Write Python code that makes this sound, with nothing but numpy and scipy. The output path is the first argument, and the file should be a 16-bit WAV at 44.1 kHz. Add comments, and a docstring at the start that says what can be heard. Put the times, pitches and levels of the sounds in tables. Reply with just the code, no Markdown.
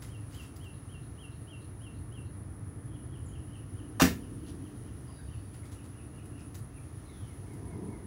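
"""Far traffic, leaf hiss and shrill insects last throughout, made from shaped noise and buzzing tones.
First a bird's arched whistles (gliding pure tones) sound over the rubs and ticks of a bow being drawn; then
more bird calls join in. At about 4 s the bow is shot under a wooden porch roof: gritty noise for the sliding
string and arrow, ringing tones for the shaft, limbs and string, then a faint landing. Afterwards the gear rubs,
knocks and ticks amid more bird calls, and a hollow rush of noise rises briefly near the end."""
import sys
import numpy as np
from scipy import signal
from scipy.fft import rfft, irfft, next_fast_len
from scipy.io import wavfile
from scipy.ndimage import map_coordinates

SR = 44100
rng = np.random.default_rng(int(sys.argv[2]) if len(sys.argv) > 2 else 0)


def materialize(psi):
    """Save the field psi as 16-bit PCM at rate SR to the path in sys.argv[1].

    A 1-D psi becomes a single channel; in a 2-D psi each row is a channel.
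    """
    bounded = np.clip(np.atleast_2d(psi).T, -1, 1)
    quanta = np.round(bounded * 32767).astype(np.int16)
    wavfile.write(sys.argv[1], SR, quanta)


N = 355710  # length in samples, about 8 s

# Noise colours, from deep to high, as relative levels: pitch_hz, level_db
# deep rumble of far traffic
RUMBLE_COLOUR = [(15, -54), (25, -56), (48, -6), (102, 1), (122, -1.5), (194, -16), (220, -18.5),
                 (290, -37), (480, -120)]
# the traffic's roar
ROAR_COLOUR = [(120, -10), (200, -4.5), (240, -3.5), (295, 1.5), (340, -5.5), (390, -9.5), (480, -13),
               (650, -51), (1200, -77)]
# soft wash of the open air
WASH_COLOUR = [(250, 0), (480, 1), (650, 2), (900, -2), (1300, -1), (1550, -6.5), (1800, -4.5), (2100, -10),
               (2500, -16.5), (3500, -30), (6000, -62)]
# hiss of leaves
LEAF_COLOUR = [(1000, -6), (2800, 4.5), (4000, 1.5), (4800, 1), (6200, 2), (8000, -5.5), (11800, -8.5),
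               (15000, -1)]
# hollow rush
RUSH_COLOUR = [(110, -23), (160, 3.5), (210, 0.5), (330, 0), (390, -2.5), (460, -5.5), (540, -22),
               (700, -13.5), (800, -21.5), (980, -11), (1100, -26), (1400, -62)]
# insect chorus
CHORUS_COLOUR = [(7500, -60), (8900, -23), (9300, -12), (9600, -3), (10200, 0), (10550, -8), (10900, -13.5),
                 (11700, -33)]
# arrow, bow and clothing rubbing
RUB_COLOUR = [(400, -19), (1200, 5), (2500, 0.5), (4000, 1), (7500, 0), (11000, -6), (15000, -2.5)]
# string sliding off the fingers
LOOSE_COLOUR = [(200, -27), (480, -2.5), (1500, 2), (2500, -11), (5000, -10), (8000, -16), (12000, -19),
                (15000, -21)]
# arrow and string against the riser, the bow's handle part
SCRAPE_COLOUR = [(230, -25), (400, -0.5), (650, -2.5), (1000, -15), (1500, -6), (1850, 0.5), (2200, -8),
                 (3000, -6), (4300, -10.5), (5200, -7.5), (7000, -11), (10000, -15), (12000, -17),
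                 (15000, -11.5)]
# the arrow landing
LANDING_COLOUR = [(200, -10), (600, 8), (1500, -19), (3200, 5), (7000, -5), (12000, -9), (15500, -14)]

# Loudness of the leaf hiss over time: time_s, level_db
LEAF_LEVELS = [(0, -67.5), (2.8, -72), (4.5, -66.5), (6.6, -69.5), (7.2, -65.5), (8.07, -69)]
# Loudness of the hollow rush over time: time_s, level_db
RUSH_LEVELS = [(7, -73), (7.5, -52.5), (7.68, -48), (7.85, -42.5), (8, -50), (8.07, -52)]
# Swells of the traffic: middle_s, half_width_s, rumble_rise_db, roar_rise_db
TRAFFIC_SWELLS = [(.2, 0.65, 1, 0.5), (2.15, 0.32, 3, 0.5), (3.2, 0.71, 3, 3), (4.45, 0.55, 1.5, 6.5),
                  (5.35, .07, 4.5, -1), (6.3, 0.34, 0, 3), (7.75, 0.48, 1, 3)]
RUMBLE_DB, ROAR_DB, WASH_DB = -45, -53.5, -59.7  # steady levels; the swells shift the first two

# Insects of the chorus: pulses_per_s, pitch_hz, upward_sweep_hz, level_db
BUZZERS = [(5.6, 10230, 427, -68.5), (6.6, 9720, 447, -72), (9.4, 10350, 726, -71), (10, 9600, 930, -75)]
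# Bouts of even chirping: first_middle_s, period_s, chirp_count
CHIRP_BOUTS = [(.11, 0.19, 13), (2.99, 0.24, 2), (3.56, .205, 3), (4.35, .223, 6), (5.66, 0.196, 7),
               (7.06, 0.21, 5)]
CHIRP_S, CHIRP_DB = 0.12, -70

# Bird syllables, named for their shape: share_of_length, pitch_hz, level_db (pitch and level are relative)
ARCH = [(0, 2770, -14), (.15, 3050, -5), (.3, 3320, -12.5), (.48, 3270, -7), (.66, 2883, -2.5),
        (.85, 2765, -2), (1, 2770, -4)]
FLICK = [(0, 4350, -2), (.35, 3630, -5.5), (.55, 4400, -5.5), (1, 4020, -12)]
SLUR = [(0, 2883, -7), (.18, 3250, -12), (.4, 2900, -7), (.68, 3250, -3), (.86, 2950, 2), (1, 2590, 4.5)]
SAG = [(0, 5130, 6), (.2, 4880, -2), (.45, 4720, -8), (1, 4650, -4)]
FALL = [(0, 4220, -3), (.3, 3620, -5), (1, 2950, -5)]
DIP = [(0, 8700, -2), (.15, 7400, 2), (.5, 6800, -15), (.8, 6850, -6), (1, 7800, -12)]
DROP = [(0, 2156, -7), (.25, 2282, -9), (.42, 2170, -0.5), (.6, 2030, -3), (.68, 2100, -14), (.8, 2020, -6),
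        (1, 1880, -8)]
# The near bird's arched whistles: start_s, level_db
WHISTLES = [(0.083, -55), (.332, -49), (.595, -51), (.882, -53.3), (1.174, -49.5), (1.467, -49.5),
            (1.801, -52.5), (2.11, -53)]
WHISTLE_S, WHISTLE_PITCH_RATIO, WHISTLE_SCATTER = 0.096, 0.98, 0.44
# A softer, higher flick trails each whistle that starts later than FLICK_FROM_S
FLICK_FROM_S, FLICK_AFTER_S, FLICK_S = 0.5, 0.138, 0.042
FLICK_DB, FLICK_SCATTER = -11.5, 0.72  # level compared with its whistle; share scattered
# Far birds repeat one syllable evenly while level and pitch drift: first_s, period_s, syllable_count,
# first_level_db, last_level_db, first_pitch_ratio, last_pitch_ratio, scattered_share, length_s, syllable
PHRASES = [(2.87, 0.2, 4, -62, -57.5, 1.05, 0.98, 0.81, 0.096, SLUR),
           (3.721, .218, 9, -60, -69, .99, 1, 0.85, .085, SLUR),
           (5.711, .198, 4, -62.5, -59.5, .93, .91, 0.7, .095, SLUR),
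           (7.035, 0.21, 5, -64, -60, 1, 0.99, .5, 0.15, DROP)]
# Single bird calls, some of them the slurred syllable of the phrases above:
# start_s, length_s, level_db, pitch_ratio, scattered_share, syllable
SINGLE_CALLS = [(3.254, .07, -60, 0.97, .2, DIP), (5.047, .44, -67, 0.97, 0.94, SAG),
                (5.13, .27, -70, .77, 0.9, SAG), (5.252, .1, -62, 0.95, 0.7, SLUR),
                (6.697, .095, -62.5, .86, 0.6, SLUR), (7.041, 0.25, -61.5, 0.99, .97, FALL)]
# House walls across the yard, which return the calls: delay_s, level_db
WALLS = [(.027, -10), (.052, -18)]

# Arrow, bow and clothing rubbing: start_s, level_db, rise_s
RUBS = [(.015, -50, 0.0094), (.29, -55, .06), (.39, -54.5, 0.034), (5.53, -60, .015), (5.621, -62.5, 0.039),
        (5.71, -57.5, 0.017), (5.83, -61.5, .015), (6.372, -62, 0.024)]
RUB_T60_S, RUB_TILT_DB = 0.23, -0.9  # time to fall by 60 dB; tilt per octave
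# Small ticks of the arrows: start_s, level_db
TICKS = [(.552, -53.5), (.635, -59), (6.246, -62), (6.539, -45.5), (6.578, -56), (7.53, -60)]
TICK_RISE_S, TICK_T60_S, TICK_TILT_DB = 0.012, 0.067, 2.5
# Light knocks as the bow is lowered: start_s, level_db, pitch_hz
KNOCKS = [(5.085, -55, 1076), (5.185, -56.5, 1580), (5.63, -64, 2110)]

# The arrow shaft and nock as the fingers let go: pitch_hz, level_db, t60_s
SHAFT_TONES = [(470, -15, 0.12), (625, -2, 0.14), (786, 2, .12), (820, -3, 0.14), (1073, -8, 0.26),
               (1154, 3, 0.14), (1220, 0, 0.14), (1283, -8, 0.11), (2516, -12.5, 0.27), (2950, -39, 0.23),
               (3180, -18, 0.24), (3690, -7, 0.11)]
# The bow's limbs and string after the slap: pitch_hz, level_db, t60_s
BOW_TONES = [(80.3, -7.5, 0.32), (157, -11, 0.11), (176, 0.5, .24), (228, -4.5, 0.36), (256, -10, 0.097),
             (263.3, 5.5, 0.22), (310, -8, 0.25), (390, -12, 0.26), (475, -7.5, 0.14), (646, -23, 0.3),
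             (788, -8, 0.15), (1070, -29, 0.16), (1190, -19, 0.17), (1320, -25, 0.23), (1355, -14.5, 0.21),
             (1740, -28, 0.33), (1866, -21, 0.29)]

# How long echoes take to fall by 60 dB under the porch: pitch_hz, t60_s
PORCH_ECHO = [(100, 0.51), (500, 0.28), (2000, 0.25), (6000, 0.25), (15000, 0.26)]
# The same among the trees: pitch_hz, t60_s
TREE_ECHO = [(2000, 0.5), (9000, 0.47)]
TOP_HZ = 15800  # upper limit of the microphone


def amp(db):
    """Turn decibels into a multiplier."""
    return 10 ** (np.asarray(db) / 20)


def unit(x):
    """Scale to an average strength (rms) of 1."""
    return x / np.sqrt(np.mean(x ** 2) + 1e-20)


def along(points, hz):
    """Read values between (pitch_hz, value) points, on a log pitch axis."""
    point_hz, value = np.transpose(points)
    return np.interp(np.log(hz + 1), np.log(point_hz + 1), value)


def over_time(points):
    """Read one value per sample between (time_s, value) points."""
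    time_s, value = np.transpose(points)
    return np.interp(np.arange(N) / SR, time_s, value)


def wobble(rate, size=N):
    """A smooth random curve through `rate` random points a second."""
    points = rng.standard_normal(int(size * rate / SR) + 4)
    return map_coordinates(points, [np.arange(size) * rate / SR])


def noise(colour, size=N, tilt_db=0):
    """Noise of rms 1 with the given colour, tilted by tilt_db an octave."""
    m = next_fast_len(size)
    hz = np.fft.rfftfreq(m, 1 / SR)
    gain = amp(along(colour, hz) + tilt_db * np.log2(hz + 1))
    return unit(irfft(rfft(rng.standard_normal(m)) * gain, m)[:size])


def add(track, start_s, sound):
    """Mix a sound into the track at start_s, cutting off what runs past the end."""
    part = track[max(round(start_s * SR), 0):][:len(sound)]
    part += sound[:len(part)]


def series(first, period, count):
    """Evenly repeated times."""
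    return first + period * np.arange(round(count))


def burst(colour, rise, t60, grain_db, tilt_db=0):
    """Friction noise that builds and dies away, made gritty by tiny slips."""
    t = np.arange(SR // 2) / SR
    shape = np.minimum(t / rise, 1) * amp(-60 * np.maximum(t - rise, 0) / t60)
    rubbing = noise(colour, len(t), tilt_db)
    grit = amp(grain_db * wobble(898, size=len(t)))
    return shape * unit(rubbing * grit)


def ring(tones, attack):
    """Fading tones set going by one blow, as in a struck solid."""
    t = np.arange(SR // 2) / SR
    ringing = sum(amp(db - 60 * t / t60) * np.sin(2 * np.pi * hz * t) for hz, db, t60 in tones)
    return ringing * (1 - np.exp(-t / attack))


def echo(x, decay):
    """A blurred echo of total energy 1, in which each pitch dies at its own speed."""
    hz, t, grid = signal.stft(rng.standard_normal(SR // 2), SR, nperseg=256)
    fade = amp(-60 * t / along(decay, hz)[:, None])
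    tail = signal.istft(grid * fade, SR, nperseg=256)[1]
    return signal.fftconvolve(x, tail / np.linalg.norm(tail))[:len(x)]


def outdoors():
    """Far traffic swells and ebbs as low noise, under air wash, leaf hiss and a brief late hollow rush."""
    t = np.arange(N) / SR
    rumble_db, roar_db = RUMBLE_DB, ROAR_DB
    for middle_s, width, rumble_rise_db, roar_rise_db in TRAFFIC_SWELLS:
        bell = np.exp(-((t - middle_s) / width) ** 2)
        rumble_db = rumble_db + rumble_rise_db * bell
        roar_db = roar_db + roar_rise_db * bell
    traffic = amp(rumble_db) * noise(RUMBLE_COLOUR) + amp(roar_db) * noise(ROAR_COLOUR)
    wash = amp(WASH_DB) * noise(WASH_COLOUR)
    leaves = amp(over_time(LEAF_LEVELS)) * noise(LEAF_COLOUR)
    rush = amp(over_time(RUSH_LEVELS)) * noise(RUSH_COLOUR)
    return traffic + wash + leaves + rush


def insects():
    """A shrill noise chorus with pulsing, upward-sweeping voices, and a lower voice of even noise chirps."""
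    t = np.arange(N) / SR
    chorus = amp(-64.5 + 1.0 * wobble(25)) * noise(CHORUS_COLOUR)
    for rate, hz, sweep_hz, db in BUZZERS:
        beat = (rate * t + 0.1873 * wobble(3) + rng.random()) % 1  # place within each pulse, 0 to 1
        rasp = noise([(90, -8.5), (220, -7.0), (600, -40.5)])  # uneven wing strokes widen the tone
        tone = np.sin(2 * np.pi * np.cumsum(hz + sweep_hz * (beat - 0.5)) / SR)
        chorus += amp(db) * unit(np.sin(np.pi * beat) ** 2 * rasp * tone)
    gate = np.zeros(N)  # opens for each chirp
    for first, period, count in CHIRP_BOUTS:
        for middle_s in series(first, period, count):
            add(gate, middle_s - CHIRP_S / 2, np.hanning(int(CHIRP_S * SR)))
    chirp_noise = noise([(8300, -40), (8640, -14), (8800, -5), (8950, -12), (9300, -35)])
    return chorus + amp(CHIRP_DB) * gate * chirp_noise


def songs():
    """List each bird call: start_s, length_s, level_db, pitch_ratio, scattered_share, syllable."""
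    calls = list(SINGLE_CALLS)
    for s, db in WHISTLES:
        calls.append((s, WHISTLE_S, db, WHISTLE_PITCH_RATIO, WHISTLE_SCATTER, ARCH))
        if s > FLICK_FROM_S:
            calls.append((s + FLICK_AFTER_S, FLICK_S, db + FLICK_DB, 1, FLICK_SCATTER, FLICK))
    for first, period, count, first_db, last_db, first_ratio, last_ratio, far, length, syllable in PHRASES:
        times = series(first, period, count)
        drift = np.linspace((first_db, first_ratio), (last_db, last_ratio), len(times))
        calls += [(s, length, db, ratio, far, syllable) for s, (db, ratio) in zip(times, drift)]
    return calls


def birds():
    """Pure gliding whistles, smeared by their way through the trees and returned by walls."""
    direct, scattered = np.zeros(N), np.zeros(N)
    for s, length, db, ratio, far, syllable in songs():
        u = np.linspace(0, 1, int(length * SR))
        share, hz, level = np.transpose(syllable)
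        far = np.clip(far, 0, 1)
        blur = 0.0026 + 0.027 * far ** 3  # near calls stay pure, distant ones sound hazy
        pitch = ratio * np.interp(u, share, hz) * (1 + blur * wobble(502, size=len(u)))
        loudness = amp(db + np.interp(u, share, level)) * signal.windows.tukey(len(u), 0.15)
        call = loudness * np.sin(2 * np.pi * np.cumsum(pitch) / SR)
        direct_call = np.sqrt(1 - far) * call
        add(direct, s, direct_call)
        add(scattered, s, np.sqrt(far) * call)
        for delay, wall_db in WALLS:
            add(direct, s + delay, amp(wall_db) * direct_call)
    through_trees = amp(-1.0) * echo(scattered, TREE_ECHO)
    under_porch = amp(-7.0) * echo(scattered, PORCH_ECHO)
    return amp(0.3) * direct + through_trees + under_porch


def handling():
    """The arrow slides on its rest during the draw; later the gear rubs, ticks and knocks, all as friction."""
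    gear = np.zeros(N)
    for s, db, rise in RUBS:
        add(gear, s, amp(db) * burst(RUB_COLOUR, rise, RUB_T60_S, grain_db=4.5, tilt_db=RUB_TILT_DB))
    for s, db in TICKS:
        tick = burst(RUB_COLOUR, TICK_RISE_S, TICK_T60_S, grain_db=6.0, tilt_db=TICK_TILT_DB)
        add(gear, s, amp(db) * tick)
    for s, db, hz in KNOCKS:
        colour = [(hz / 1.16, -28), (hz, 0), (hz * 1.25, -28), (hz * 2, -60)]  # narrow, so it has a pitch
        add(gear, s, amp(db) * burst(colour, rise=0.006, t60=0.11, grain_db=4))
    return amp(-1.0) * gear + amp(-3.5) * echo(gear, PORCH_ECHO)


def shot():
    """Friction bursts and ringing solids: release, arrow past the riser, string slap and hum, landing."""
    friction, tones = np.zeros(N), np.zeros(N)
    # the string slides off the fingers and the arrow rings
    add(friction, 3.997, amp(-23.0) * burst(LOOSE_COLOUR, rise=0.004, t60=0.068, grain_db=1.5))
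    add(tones, 3.9994, amp(-27.5) * ring(SHAFT_TONES, attack=0.0011))
    # the arrow scrapes past the riser
    add(friction, 4.008, amp(-23.5) * burst(SCRAPE_COLOUR, rise=0.0049, t60=0.091, grain_db=1.5))
    # the string slaps taut and the bow hums
    add(friction, 4.0192, amp(-23.0) * burst(SCRAPE_COLOUR, rise=0.00062, t60=0.066, grain_db=5.5))
    add(tones, 4.0192, amp(-18.5) * ring(BOW_TONES, attack=0.0014))
    # the string swings back and buzzes against the limb tips
    add(friction, 4.044, amp(-30.5) * burst(SCRAPE_COLOUR, rise=0.012, t60=0.035, grain_db=3.0))
    # the arrow lands across the yard
    add(friction, 4.457, amp(-57.5) * burst(LANDING_COLOUR, rise=0.028, t60=0.11, grain_db=6))
    # the porch roof and the wall behind answer
    friction_mix = amp(0.5) * friction + amp(1.0) * echo(friction, PORCH_ECHO)
    return friction_mix + tones + amp(-11.5) * echo(tones, PORCH_ECHO)


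def scene():
    """Add all the sources together into one channel."""
    return (shot() + handling() + birds() + insects() + outdoors())[None]


def record(dry):
    """The microphone weakens the deepest bass and keeps nothing from TOP_HZ upward."""
    dry = signal.sosfilt(signal.butter(3, 48, "highpass", fs=SR, output="sos"), dry)
    m = next_fast_len(N + SR // 2)
    kept = np.fft.rfftfreq(m, 1 / SR) < TOP_HZ
    return irfft(rfft(dry, m) * kept, m)[..., :N]


dry = scene()
out = record(dry)
materialize(out)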